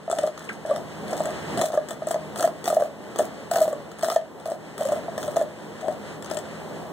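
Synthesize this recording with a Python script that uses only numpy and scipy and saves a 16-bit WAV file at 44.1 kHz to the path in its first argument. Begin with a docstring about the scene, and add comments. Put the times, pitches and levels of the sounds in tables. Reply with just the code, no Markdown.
"""Hollow knocks, sharp cracks and gritty grinding: a dog on a carpet gnaws a large bone close to a camera.
Each tooth that slips rings the bone's modes, pitched by the grip; cracks are noise bursts with pings.
Between slips the teeth grind: sparse grit excites resonances, under ticking noise; one wet lip smack glides down.
A carpeted room echoes; broad noise swells and sinks over a faint low hum; late on, the hand-held camera turns
aside. Left and right differ in phase by frequency, in steps; the left of its two ports resonates."""
import sys
import numpy as np
from scipy import signal
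from scipy.fft import rfft, irfft, next_fast_len
from scipy.io import wavfile
from scipy.ndimage import map_coordinates

SR = 44100
rng = np.random.default_rng(int(sys.argv[2]) if len(sys.argv) > 2 else 0)


def store_wav(level_fs):
    """Save 16-bit WAV to argv[1]."""
    pcm = np.round(np.clip(np.atleast_2d(level_fs), -1, 1) * 32767)
    wavfile.write(sys.argv[1], SR, pcm.T.astype(np.int16))


def volts_from_decibels(level):
    """Turn decibel levels (scalar or array-like) into linear amplitude factors."""
    exponent = np.asarray(level, float) / 20
    return 10 ** exponent


N = 305172

# Level of the room noise. Each row: time [s], level [dB].
ROOM_LEVEL = [(0, -45), (.35, -42.5), (1, -37), (1.6, -32), (1.64, -43.5), (2.3, -39.5), (2.9, -43.5),
              (3.45, -40), (4.3, -46), (5.1, -38.5), (5.6, -41.5), (6.92, -37.5)]
# Colour of the rumble. Each row: frequency [Hz], density [dB per Hz].
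RUMBLE_COLOUR = [(50, -43), (100, -4), (205, 0), (600, 0), (1100, -9), (2500, -36)]
# Colour of the hiss. Each row: frequency [Hz], density [dB per Hz].
HISS_COLOUR = [(1000, 12), (2000, 12.5), (5500, -1), (8000, -3), (10500, -11), (14000, -32), (16000, -18)]
# Hum partials. Each row: frequency [Hz], mean level over the room level [dB].
HUM_PARTIALS = [(80.4, -18.5), (160.8, -10), (209, -8)]
# Decay of the carpeted room. Each row: frequency [Hz], t60 [s].
ROOM_DECAY = [(500, 0.24), (12000, 0.12)]
# Strength of the echo. Each row: frequency [Hz], level [dB].
ECHO_COLOUR = [(600, -12), (6000, -5.5)]

# Lip smack. One row: time [s], level [dB], start pitch [Hz], end pitch [Hz], glide time constant [s].
LIP_SMACK = (.489, -21, 3000, 1300, .007)

# Bites. Each row: start [s], length [s], knock level [dB], crunch level [dB].
BITES = [(0.099, 0.2, -31, -42.5), (0.376, 0.11, -60, -47), (0.493, 0.061, -55, -47),
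         (0.662, 0.15, -31.5, -51), (1.081, 0.24, -33, -44.5), (1.574, 0.13, -29, -36.5),
         (1.72, 0.065, -29.5, -47.5), (1.886, 0.061, -47, -45.5), (2.07, 0.065, -47, -39),
         (2.359, 0.11, -29.5, -37.5), (2.642, 0.11, -31.5, -36.5), (2.749, 0.13, -28.5, -48.5),
         (3.183, 0.084, -36, -42.5), (3.512, 0.13, -24.5, -36.5), (3.632, 0.084, -35, -48),
         (4.026, 0.13, -33, -36.5), (4.456, 0.1, -34, -46.5), (4.779, 0.21, -34.5, -43),
         (5.178, 0.17, -38.5, -45), (5.36, 0.077, -35, -45), (5.811, 0.13, -30, -51.5),
         (6.3, 0.11, -35, -43.5)]
# Bites with the bone deep in the mouth. Each entry: start [s].
MUFFLED_BITES_S = [4.458, 5.81, 6.307]
# Resonances of the marrow hollow. Each row: centre [Hz], width [Hz], level [dB].
HOLLOW_MODES = [(615, 60.4, 0.5), (728, 108, -5.5)]
# Resonances of the bone's walls. Each row: centre [Hz], width [Hz], level [dB].
WALL_MODES = [(444, 240, 11), (1286, 197, 10), (1770, 420, 3), (3480, 115, 0.5)]
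# Further cracks, some together with a slip or bite. Each row: time [s], level [dB].
FURTHER_CRACKS = [(0.113, -20), (0.186, -19.5), (0.7608, -23.5), (1.1323, -25.5), (1.2559, -22.5),
                  (1.6133, -12.5), (1.6194, -20), (1.9074, -24),  (2.112, -18.5), (2.3955, -23),
                  (2.4257, -16.5), (2.6565, -20.5), (2.6786, -22), (3.1595, -25), (3.1883, -17.5),
                  (3.5368, -22.5), (3.5576, -20), (3.916, -34.5), (3.9866, -33.5), (3.9928, -30.5),
                  (4.0108, -30), (4.038, -28), (4.0446, -18.5), (4.1002, -16), (4.1598, -26.5),
                  (4.3991, -38), (5.1793, -23), (5.229, -23), (5.3664, -20), (6.224, -29.5), (6.2455, -29),
                  (6.2601, -29.5), (6.312, -22), (6.3704, -21.5), (6.388, -28.5)]
# Colour of cracks and crunch. Each row: frequency [Hz], level [dB].
CRACK_COLOUR = [(300, 1), (2500, -4), (8200, 1), (12000, -3.5), (15500, 0.5)]

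# Tooth slips. Each row: time [s], peak of the knock [dB].
SLIPS = [(0.078, -20), (0.099, -16), (0.127, -13.5), (0.188, -14), (0.234, -10.5), (0.273, -19),
         (0.651, -20), (0.698, -17.5), (0.709, -10.5), (1.129, -17), (1.204, -12.5), (1.575, -19.5),
         (1.592, -18), (1.618, -17.5), (1.702, -20), (1.731, -19), (1.741, -12.5), (1.751, -22),
         (1.774, -9), (1.91, -23), (2.02, -20), (2.07, -16.5), (2.108, -14.5), (2.143, -14), (2.158, -14),
         (2.439, -8.5), (2.475, -15.5), (2.677, -13), (2.701, -14.5), (2.727, -11.5), (2.766, -8.5),
         (2.798, -21), (2.808, -18), (2.821, -12), (3.193, -10), (3.203, -8.5), (3.513, -14), (3.536, -26),
         (3.559, -11.5), (3.573, -29), (3.585, -15), (3.611, -9), (3.655, -16.5), (3.678, -13.5),
         (3.728, -15.5), (4.031, -12), (4.084, -15), (4.119, -19), (4.161, -6.5), (4.457, -20.5),
         (4.518, -17), (4.808, -14.5), (4.822, -18), (4.852, -17), (4.887, -18.5), (4.92, -13),
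         (4.927, -13.5), (5.082, -19.5), (5.178, -20), (5.279, -17), (5.36, -17), (5.369, -9),
         (5.412, -10.5), (5.883, -13), (6.314, -19), (6.372, -18.5)]
# Slips where the tooth drags. Each entry: time [s].
DRAGGED_SLIPS_S = [.234, 2.07, 2.439, 3.611, 4.808, 4.852, 4.887]
# Modes of the bone. Each row: multiple of the hollow's pitch [ratio], mean level [dB], nominal t60 [s].
BONE_MODES = [(0.7, -20, 0.068), (0.977, -11.5, 0.3), (1, 13.5, 0.052), (1.25, -23.5, 0.032),
              (1.95, -9, 0.034), (2.75, -10, 0.023)]
# Gain of the bone's top treble. Each row: time [s], gain [dB].
TREBLE_GAIN = [(0, -15), (2.3, -4), (3.6, 0.5), (4.1, -3.5), (6.3, -7)]

# The camera turns. Each row: time [s], bone in the left port over the right [dB].
CAMERA_TURN = [(5.4, .5), (5.8, 6), (6.9, 5)]
# Phase difference between left and right, in steps. Each row: frequency [Hz], difference [half turns].
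STEREO_PHASE = [(1700, 0), (2200, 1), (2700, 1), (3150, 2), (4000, 2), (4750, 3), (5150, 3), (6500, 2),
                (8800, .2), (13000, 3), (15700, 1)]
# Likeness of the ports in diffuse sound. Each row: frequency [Hz], correlation [-1 to 1].
PORT_LIKENESS = [(60, -.45), (250, .4), (700, .7), (2250, .95), (2550, .99), (3150, .7), (4900, .92),
                 (5600, .5)]
# Resonance of the left port. One row: centre [Hz], width [Hz], gain [dB].
LEFT_PORT_MODE = (8000, 920, 7.67)

CLOSE_S, OPEN_S = 0.0017, 0.023  # the jaw takes hold and lets go
FIRM_CRUNCH_DB = -40  # a firm bite: scrape and bite cracks are set for it
SCRAPE_DB, SCRAPE_DB_PER_CRUNCH_DB = -44, 0.5
KNOCK_BUILDS_S = 0.026  # the hollow joins in as the teeth sink
FIRST_CRACK_DB, SLIP_CRACK_DB, CRACK_DB_PER_CRUNCH_DB = -26.5, -26.5, 0.65
BURST_MIN_RISE_S = 0.0007
LOOSE_HZ, GRIP_HZ = 652, 661.3  # the hollow between bites and at a firm bite's start
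GRIP_HZ_PER_CRUNCH_DB, SAG_HZ_PER_S = 4, 253  # it sinks as the teeth dig in
PITCH_SCATTER_HZ, MODE_SCATTER_DB = 18, 5
CONTACT_S, DRAG_RATIO = 0.0014, 3.5  # typical onset of a slip; longer where the tooth drags
MUFFLED_RING_RATIO, MUFFLED_THUD_DB = 0.59, 16.5  # shorter ring, stronger lowest mode
TREBLE_HZ, TOP_HZ = 11100, 15900


def unit(x):
    """Scaled to rms 1."""
    return x / np.sqrt(np.mean(x ** 2) + 1e-20)


def along(points, hz):
    """(Hz, value) points read on a log axis."""
    f, v = np.transpose(points)
    return np.interp(np.log(hz + 1), np.log(f + 1), v)


def curves(rows):
    """One value per sample for each column after the time."""
    s, *cols = np.transpose(rows)
    return [np.interp(np.arange(N) / SR, s, c) for c in cols]


def wobble(rate_hz):
    """A smooth random curve with rate_hz knots a second."""
    knots = rng.standard_normal(int(N * rate_hz / SR) + 4)
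    return map_coordinates(knots, [np.arange(N) * rate_hz / SR])


def filtered(x, response):
    """x times a complex response of frequency."""
    m = next_fast_len(N + 8192)
    return irfft(rfft(x, m) * response(np.fft.rfftfreq(m, 1 / SR)), m)[..., :N]


def resonant(x, modes):
    """x through parallel resonances of alternating sign."""
    def response(f):
        total = 0
        for k, (centre, width, db) in enumerate(modes):
            band = 1j * f * width
            total = total + (-1) ** k * volts_from_decibels(db) * band / (centre * centre - f * f + band)
        return total
    return filtered(x, response)


def diffuse(pair, spectrum):
    """Two unrelated signals become the two ports, partly shared by frequency."""
    def mid_side(hz):
        angle = np.arccos(np.clip(along(PORT_LIKENESS, hz), -1, 1)) / 2
        return volts_from_decibels(along(spectrum, hz)) * [np.cos(angle), np.sin(angle)]
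    mid, side = filtered(pair, mid_side)
    return np.array([mid + side, mid - side])


def grit(rate_hz, spread_db):
    """Sparse tiny slips of very unequal size, in clumps."""
    size = volts_from_decibels(spread_db * rng.exponential(size=N).clip(0, 2) + 2.5 * wobble(45))
    return (rng.random(N) < rate_hz / SR) * rng.standard_normal(N) * size


def flakes(rate_hz):
    """Stereo noise in brief ticks over a weak steady rub."""
    decay = volts_from_decibels(-120 * np.arange(SR // 30) / SR / 0.009)  # of power: t60 9 ms
    power = signal.fftconvolve(grit(rate_hz, spread_db=1.3) ** 2, decay)[:N]
    ticks = np.sqrt(power.clip(0))
    return (unit(ticks) + 0.55) * rng.standard_normal((2, N))


def bite_at(s):
    """Time into the bite [s], its crunch over a firm one [dB], and whether the jaw is closed, at times s."""
    bites = np.array(BITES)
    index = (np.searchsorted(bites[:, 0], s + OPEN_S) - 1).clip(0)
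    start, length, _, crunch_db = bites[index].T
    into = s - start
    closed = (into > -OPEN_S) & (into < length + OPEN_S)
    return into, crunch_db - FIRM_CRUNCH_DB, closed


def room_noise():
    """Uneven rumble and hiss with faint stray ticks swell and sink together with a faint unsteady hum."""
    level_db, = curves(ROOM_LEVEL)
    t = np.arange(N) / SR
    hum = sum(volts_from_decibels(db + 2 * wobble(8)) * np.sin(2 * np.pi * hz * t + wobble(8)) for hz, db in HUM_PARTIALS)
    rumble = unit(diffuse(rng.standard_normal((2, N)), RUMBLE_COLOUR))
    rumble = volts_from_decibels(1.5 + 1.34 * wobble(9)) * rumble
    hiss = unit(diffuse(rng.standard_normal((2, N)) + 0.12 * flakes(25), HISS_COLOUR))
    hiss = volts_from_decibels(-5.5 + 1.5 * wobble(14)) * hiss
    return volts_from_decibels(level_db) * (rumble + hiss + hum)


def echo(x):
    """Each frequency of the echo dies at its own speed; its noise tail is redrawn every fifth of a second."""
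    wet, step = np.zeros((2, N + 2 * SR)), SR // 5
    for start in range(0, N, step):
        hz, t, z = signal.stft(rng.standard_normal((2, SR // 3)), SR, nperseg=256)
        decay = volts_from_decibels(-60 * t / along(ROOM_DECAY, hz)[:, None])
        tail = signal.istft(z * decay, SR, nperseg=256)[1]
        tail = tail / np.linalg.norm(tail[0])
        part = signal.fftconvolve(x[None, start:start + step], tail, axes=1)
        wet[:, start + 250:][:, :part.shape[1]] += part  # 250 samples late
    return diffuse(wet[:, :N], ECHO_COLOUR)


def smack():
    """A wet lip lets go: a small cavity whose pitch drops fast."""
    s, db, from_hz, to_hz, glide_s = LIP_SMACK
    t = np.clip(np.arange(N) / SR - s, 0, None)
    pitch_hz = to_hz + (from_hz - to_hz) * np.exp(-t / glide_s)
    envelope = volts_from_decibels(db - 60 * t / 0.08) * (1 - np.exp(-t / 0.002))
    return envelope * np.sin(2 * np.pi * np.cumsum(pitch_hz) / SR + wobble(400))


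def grinding():
    """During a bite small slips excite the hollow and the walls; flakes come off as brief ticks."""
    t = np.arange(N) / SR
    pressure = []
    for s, length, *_ in BITES:
        closing, opening = (t - s) / CLOSE_S, (s + length - t) / OPEN_S + 0.33
        pressure.append(np.clip(np.minimum(closing, opening), 0, 1))
    knock_db, crunch_db = np.array(BITES)[:, 2:].T
    scrape_db = SCRAPE_DB + SCRAPE_DB_PER_CRUNCH_DB * (crunch_db - FIRM_CRUNCH_DB)
    knock_gain, scrape_gain, crunch_gain = volts_from_decibels([knock_db, scrape_db, crunch_db]) @ np.array(pressure)
    knock_gain = knock_gain * np.clip(bite_at(t)[0] / KNOCK_BUILDS_S, 0.15, 1)
    slip = grit(2000, spread_db=2)
    knock = resonant(knock_gain * slip, HOLLOW_MODES) / np.std(resonant(slip, HOLLOW_MODES))
    scrape = resonant(scrape_gain * slip, WALL_MODES) / np.std(resonant(slip, WALL_MODES))
    crunch = unit(diffuse(flakes(170), CRACK_COLOUR))  # scattered by muzzle and paws
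    return knock + scrape + crunch_gain * crunch


def all_cracks():
    """(s, dB) of cracks at each bite's first contact and its slips, louder in harder bites, and further ones."""
    start, slip = np.array(BITES)[:, 0], np.array(SLIPS)[:, 0]
    into, harder_db, closed = bite_at(slip)
    first_db = FIRST_CRACK_DB + CRACK_DB_PER_CRUNCH_DB * bite_at(start)[1]
    slip_db = SLIP_CRACK_DB + CRACK_DB_PER_CRUNCH_DB * harder_db
    inside = closed & (into > 0)
    return [*zip(start, first_db), *zip(slip[inside], slip_db[inside]), *FURTHER_CRACKS]


def cracks():
    """Splinters break off: a burst of a few ms, brief pings, a crumble, and a ring of the bone's walls."""
    snap, body = np.zeros((2, N + SR)), np.zeros(N + SR)
    t, rows = np.arange(SR // 20) / SR, all_cracks()
    noise, luck = rng.standard_normal((len(rows), 3, len(t))), rng.random((len(rows), 4, 1))
    for (s, db), fizz, (slow, *pitch) in zip(rows, noise, luck):
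        at = round(s * SR)
        ping_hz = 2800 * 4 ** np.array(pitch)
        pings = volts_from_decibels(db - 10 - 60 * t / 0.014) * np.sin(2 * np.pi * ping_hz * t).sum(axis=0)
        u = t / (BURST_MIN_RISE_S * 2 ** slow)
        burst = volts_from_decibels(db - 6) * u * np.exp(-u)
        crumble = volts_from_decibels(db - 18.5 - 60 * t / 0.076)
        snap[:, at:][:, :len(t)] += (burst + crumble) * fizz[:2] + pings
        body[at:][:len(t)] += volts_from_decibels(db + 1.0 - 60 * t / 0.023) * fizz[2]
    return diffuse(snap[:, :N], CRACK_COLOUR) + resonant(body[:N], WALL_MODES)


def slips():
    """Every slip rings the bone's modes at new strengths; flesh softens the start, more for some than others."""
    knock, t = np.zeros(N + SR), np.arange(SR // 8) / SR
    slip_s = np.array(SLIPS)[:, 0]
    into, harder_db, closed = bite_at(slip_s)
    grip_hz = GRIP_HZ + GRIP_HZ_PER_CRUNCH_DB * harder_db - SAG_HZ_PER_S * into
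    pitch_hz = np.where(closed, grip_hz, LOOSE_HZ)
    muffled = np.isclose((slip_s - into)[:, None], MUFFLED_BITES_S, atol=OPEN_S).any(axis=1)
    dragged = np.isclose(slip_s[:, None], DRAGGED_SLIPS_S, atol=0.004).any(axis=1)
    contact_s = CONTACT_S * DRAG_RATIO ** dragged
    draws = rng.standard_normal((len(SLIPS), len(BONE_MODES) + 3))
    for (s, db), hz, deep, rise_s, (soft, off, grip, *luck) in zip(SLIPS, pitch_hz, muffled, contact_s, draws):
        hz = hz + PITCH_SCATTER_HZ * off
        lasts = MUFFLED_RING_RATIO ** deep * np.exp(0.2 * grip)
        ring = np.zeros(len(t))
        for i, ((k, mode_db, t60), z) in enumerate(zip(BONE_MODES, luck)):
            thud_db = MUFFLED_THUD_DB * deep * (i == 0)
            scatter_db = MODE_SCATTER_DB * z * (k != 1)  # side modes only
            level_db = mode_db + thud_db + scatter_db - 60 * t / t60 / lasts
            ring += volts_from_decibels(level_db) * np.sin(2 * np.pi * k * hz * t)
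        onset_s = rise_s * lasts * np.exp(0.38 * soft)
        ring = ring * (1 - np.exp(-(t / onset_s) ** 2))
        knock[round(s * SR):][:len(t)] += volts_from_decibels(db) * ring / np.abs(ring).max()
    return knock[:N]


def scene():
    """The bone and the lip smack with varying treble, turned aside, plus echo and room noise."""
    bone = slips() + cracks() + grinding() + smack()
    (left_db,), (treble_db,) = curves(CAMERA_TURN), curves(TREBLE_GAIN)
    treble = filtered(bone, lambda hz: 1 / (1 + (TREBLE_HZ / (hz + 1)) ** 8))
    bone = bone + (volts_from_decibels(treble_db) - 1) * treble
    return bone * volts_from_decibels([left_db / 2, -left_db / 2]) + echo(bone.mean(axis=0)) + room_noise()


def top_cut(x):
    """Nothing passes above the cut-off."""
    return signal.sosfilt(signal.butter(12, 17010, fs=SR, output="sos"), x)


def record(dry):
    """Left and right part in phase, the left port resonates; little below 60 Hz, nothing from TOP_HZ up."""
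    def response(hz):
        """Complex gain of left and right."""
        half_phase = np.pi / 2 * np.interp(hz, *np.transpose(STEREO_PHASE))
        centre, width, db = LEFT_PORT_MODE
        gain = volts_from_decibels([db * np.exp(-((hz - centre) / width) ** 2), 0 * hz])
        band = (hz < TOP_HZ) / (1 + (60 / (hz + 1)) ** 4)
        return gain * np.exp([1j * half_phase, -1j * half_phase]) * band
    mix = filtered(dry, response)
    return top_cut(mix)


dry = scene()
out = record(dry)
store_wav(out)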